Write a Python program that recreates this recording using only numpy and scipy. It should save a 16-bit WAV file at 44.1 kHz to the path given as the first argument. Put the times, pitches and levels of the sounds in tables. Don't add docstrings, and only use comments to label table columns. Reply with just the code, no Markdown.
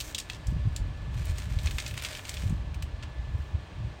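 import sys
import numpy as np
from scipy import signal
from scipy.fft import rfft, irfft, next_fast_len
from scipy.io import wavfile
from scipy.ndimage import uniform_filter1d, map_coordinates

SR = 44100
rng = np.random.default_rng(int(sys.argv[2]) if len(sys.argv) > 2 else 0)


def transcribe(signal):
    frames = np.atleast_2d(signal).T
    limited = np.clip(frames, -1, 1)
    pcm = np.round(limited * 32767).astype(np.int16)
    wavfile.write(sys.argv[1], SR, pcm)


N = 176400


def stream():
    # t/s, level/dB
    flow = [(0, -51.5), (.12, -49), (.14, -66), (.2, -60), (.26, -60), (.34, -53), (.42, -63.5), (1.1, -69),
            (1.18, -46.5), (1.215, -54), (1.31, -46), (1.34, -53.5), (1.385, -46), (1.48, -56),
            (1.51, -46.5), (1.55, -54), (1.67, -46), (1.72, -54), (1.745, -53), (1.8, -47), (1.855, -48),
            (1.885, -44), (1.93, -54.5), (1.97, -43.5), (2.01, -50), (2.06, -40.5), (2.13, -45),
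            (2.18, -43.5), (2.23, -55.5), (2.28, -44.5), (2.345, -49), (2.41, -47.5), (2.495, -56),
            (2.525, -58.5), (2.7, -75)]
    # f/Hz, level/dB
    colour = [(300, -26), (480, -12.5), (600, 5.5), (750, -14), (1500, -1), (2200, 0.5), (2480, 3),
              (2750, -3.5), (3150, -1), (4100, -2), (4700, -5), (8300, -7.5), (10500, -16.5), (12000, -25),
              (14000, -11.5), (16000, -29)]
    gain_db, flutter_db, flutter_per_s = -1, 1.4, 110
    return patter(colour) * amp(curve(flow) + gain_db + flutter_db * wobble(flutter_per_s))


def patter(colour):
    grains_per_s, spread_db = 4500, 3.8
    lands = rng.random(N) < grains_per_s / SR
    grains = lands * rng.standard_normal(N) * amp(spread_db * rng.standard_normal(N))
    return unit(signal.fftconvolve(grains, ring(colour))[:N])


def lump_ticks(size=2200):
    # t/s, level/dB, bass/dB, treble/dB, top octave/dB (bands re the middle)
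    ticks = [(.0028, -32.5, -29, -11, -11), (.0093, -33.5, -23, -5, -13), (0.1473, -27.5, -34, -8, -21),
             (0.1813, -33.5, -18, -6, -17), (0.1856, -32, -16, 1, -8), (0.2, -34, -19, 0, -14),
             (.2992, -32.5, -11.5, -13, -23), (.333, -44, -21, -6, -27), (.3468, -44.5, -18, -9, -24),
             (0.4695, -42, -6, 13, -4), (0.7631, -34.5, -25, 0, -14), (1.255, -43.5, -5, 0, 0),
             (1.3832, -38.5, 0.5, 0, -8), (1.42, -45, -1, -8, -22), (1.588, -39, -10, -10.5, -23),
             (1.633, -44, -10, -4, -5), (1.659, -35.5, 2.5, 2, -15), (1.6715, -31.5, -8, -17, -27),
             (1.7099, -37, -2, -4, -11), (1.7838, -28, -6.5, -13, -20), (1.8004, -34.5, -14, -2, -19),
             (1.8232, -43, -13, -10, -21), (1.8634, -34, -13, -8.5, -24), (1.8778, -39, -7, 0, -6),
             (1.9105, -42, -11, -12, -10), (1.9405, -40, -1, -13, -8), (1.9771, -34.5, -3, -6, -12.5),
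             (1.9955, -42, -12, -22, -35), (2.0226, -35.5, -10, -11, -9), (2.036, -37.5, 7, 7, -4),
             (2.049, -29.5, -10, -7, -22), (2.061, -43.5, -18, -6, -9), (2.0925, -47, -17, -16, -20),
             (2.1306, -42, -21, -13, -20), (2.1514, -38.5, -10, -8, -26), (2.1923, -42.5, 4, -12, -15),
             (2.2527, -40, -9, -7, -20), (2.2931, -32.5, -7, 1, -9), (2.3412, -39, -16, -6.5, -9),
             (2.3698, -38, -16, -14, -33), (2.4213, -43, -2, -6, -14), (2.4968, -48.5, 0, 4, -5),
             (2.7442, -46.5, -5, -5, -12), (2.8241, -39.5, -3, -3, -10), (3.026, -43.5, -1, -11, -33),
             (3.0333, -42, 0, -11, -23)]
    # f/Hz, level/dB
    colour = [(300, -22.5), (900, -12.5), (1600, -8.5), (2500, 2.5), (3700, 0.5), (5000, -1.5),
              (8200, -2.5), (10500, -16), (14000, -17), (16000, -16)]
    usual_bass_db, usual_treble_db, usual_top_db = -10.5, -3, -14
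    gain_db, snap_db = 23.5, -8.5
    crumble_s, spread_db = 0.0045, 3
    tail_s, tail_db = 0.0086, -2.5
    out, t = np.zeros(N + SR), np.arange(size) / SR
    for start_s, db, bass_db, treble_db, top_db in ticks:
        sizes, spikes, diffuse = rng.standard_normal((3, size))
        fragments = unit(sizes * amp(spread_db * spikes)) * np.exp(-(t / crumble_s) ** 2)
        bowl = amp(tail_db) * diffuse * np.exp(-t / tail_s)
        hits = fragments + bowl
        hits /= np.linalg.norm(hits)
        hits[0] += amp(snap_db)
        tilt = [(1400, bass_db - usual_bass_db), (3500, 0),
                (7500, treble_db - usual_treble_db), (12000, top_db - usual_top_db)]
        tick = amp(db + gain_db) * signal.fftconvolve(hits, ring(colour, tilt))
        out[round(start_s * SR):][:len(tick)] += tick
    return out[:N]


def high_hiss():
    # start/s, length/s, level/dB
    wisps = [(-.03, 0.17, -50), (0.456, .08, -64), (0.704, 0.07, -71), (1.6, 0.36, -55.5),
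             (2.03, .5, -58.5), (3.29, 0.25, -71.5)]
    # f/Hz, level/dB
    colour = [(2500, -25), (6000, 6.5), (8500, 3), (11000, -9), (14000, 0), (16000, -5)]
    swell, t = np.zeros(N), np.arange(N) / SR
    for start_s, length_s, db in wisps:
        progress = np.clip((t - start_s) / length_s, 0, 1)
        swell += amp(db) * np.sqrt(np.abs(np.sin(np.pi * progress)))
    return swell * patter(colour)


def buffeting():
    # t/s, level/dB
    strength = [(0, -42), (.25, -48), (.39, -39), (.44, -44), (.48, -28.5), (.71, -29.5), (.77, -35.5),
                (.815, -28), (.91, -33.5), (.945, -39), (1.0, -36), (1.2, -29), (1.27, -32.5), (1.32, -29),
                (1.39, -36), (1.47, -33.5), (1.5, -27), (1.57, -31), (1.63, -32), (1.73, -32), (1.8, -41.5),
                (1.94, -34.5), (2.0, -41), (2.24, -47), (2.45, -30), (2.56, -30), (2.66, -34.5),
                (2.87, -32), (2.91, -43), (3.06, -36.5), (3.14, -42.5), (3.2, -37.5), (3.35, -33),
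                (3.48, -43), (3.6, -37), (3.68, -50), (3.84, -29), (4, -51.5)]
    # f/Hz, level/dB
    colour = [(15, -51), (25, -20), (40, -3), (62, 3.5), (90, -2.5), (122, -6.5), (160, -14.5),
              (210, -24.5), (280, -31.5), (420, -43), (900, -89)]
    # centre t/s, level/dB, f/Hz
    bumps = [(.487, -21.5, 75), (0.526, -27.5, 182), (.566, -24.5, 139), (0.656, -20, 98), (.675, -15, 95),
             (0.712, -22, 66), (.802, -28, 111), (0.816, -20.5, 62), (1.082, -25, 103), (1.3, -20, 72),
             (1.321, -22, 62), (1.571, -16, 68.5), (1.66, -19.5, 75), (1.757, -28, 54), (2.439, -29, 166),
             (2.466, -23, 93), (2.508, -23.5, 157), (2.528, -19.5, 146), (2.944, -26.5, 60),
             (3.197, -26, 59), (3.351, -23, 74), (3.408, -25.5, 65), (3.552, -19, 79)]
    rumble_gain_db, bump_gain_db, decay_cycles = -0.5, 3.5, 0.47
    rumble = noise(colour)
    power = np.abs(uniform_filter1d(rumble ** 2, size=2600))
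    rumble /= np.sqrt(power + 1e-6)
    out = rumble * amp(curve(strength) + rumble_gain_db)
    t = np.arange(N) / SR
    for centre_s, db, hz in bumps:
        cycles = hz * (centre_s - t)
        out += amp(db + bump_gain_db) * np.sin(2 * np.pi * cycles) * np.exp(-np.abs(cycles) / decay_cycles)
    return out


def room_echo(x, t60_s=0.16, build_s=0.0063, gain_db=-12.5):
    t = np.arange(SR // 2) / SR
    tail = rng.standard_normal(len(t)) * amp(-60 * t / t60_s) * (1 - np.exp(-t / build_s))
    return amp(gain_db) * signal.fftconvolve(x, tail / np.linalg.norm(tail))[:N]


def appliance():
    # f/Hz, level/dB
    lines = [(304, -65.5), (603, -66), (2490, -73), (4120, -74.5)]
    # t/s, level/dB
    whine = [(0, -63), (1.3, -61), (2.4, -62), (2.85, -66), (3.1, -61), (4, -67)]
    hum = sum(amp(db) * tone(hz) for hz, db in lines)
    return hum + amp(curve(whine)) * tone(hz=1733)


def whistle():
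    # t/s, level/dB
    swell = [(.2, -82), (.5, -70), (1.2, -83)]
    return amp(curve(swell)) * tone(hz=4720)


def room_noise(level_db=-50.5):
    # f/Hz, level/dB
    colour = [(100, -7.5), (250, -5.5), (429, -10), (586, -8.5), (735, -11), (1180, -10.5), (1260, -16),
              (1700, -14.5), (1850, -16.5), (3200, -17.5), (4200, -23), (5000, -27), (9200, -36.5),
              (10300, -51), (16000, -47)]
    return amp(level_db) * noise(colour)


def amp(db):
    return 10 ** (np.asarray(db) / 20)


def unit(x):
    return x / np.sqrt(np.mean(x ** 2) + 1e-20)


def along(colour, hz):
    knots_hz, db = np.transpose(colour)
    return np.interp(np.log(hz + 1), np.log(knots_hz + 1), db)


def curve(rows):
    return np.interp(np.arange(N) / SR, *np.transpose(rows))


def wobble(knots_per_s):
    knots = rng.standard_normal(int(N * knots_per_s / SR) + 4)
    return map_coordinates(knots, [np.arange(N) * knots_per_s / SR])


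def noise(colour):
    gain = amp(along(colour, np.fft.rfftfreq(N, 1 / SR)))
    return unit(irfft(rfft(rng.standard_normal(N)) * gain, N))


def ring(*colours, size=1024):
    hz = np.fft.rfftfreq(size, 1 / SR)
    cepstrum = irfft(np.log(amp(sum(along(c, hz) for c in colours))))
    cepstrum[1:size // 2] *= 2
    cepstrum[size // 2 + 1:] = 0
    response = irfft(np.exp(rfft(cepstrum)))
    return response / np.linalg.norm(response)


def tone(hz, waver_hz=7.09):
    pitch_hz = hz + waver_hz * wobble(knots_per_s=30)
    return np.sqrt(2) * np.sin(2 * np.pi * np.cumsum(pitch_hz) / SR)


def scene():
    pour = lump_ticks() + stream() + high_hiss()
    return (pour + room_echo(pour) + buffeting() + appliance() + whistle() + room_noise())[None]


def record(dry):
    top_hz = 16100
    size = next_fast_len(N + SR // 2)
    passband = np.fft.rfftfreq(size, 1 / SR) < top_hz
    return irfft(rfft(dry, size) * passband, size)[..., :N]


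dry = scene()
out = record(dry)
transcribe(out)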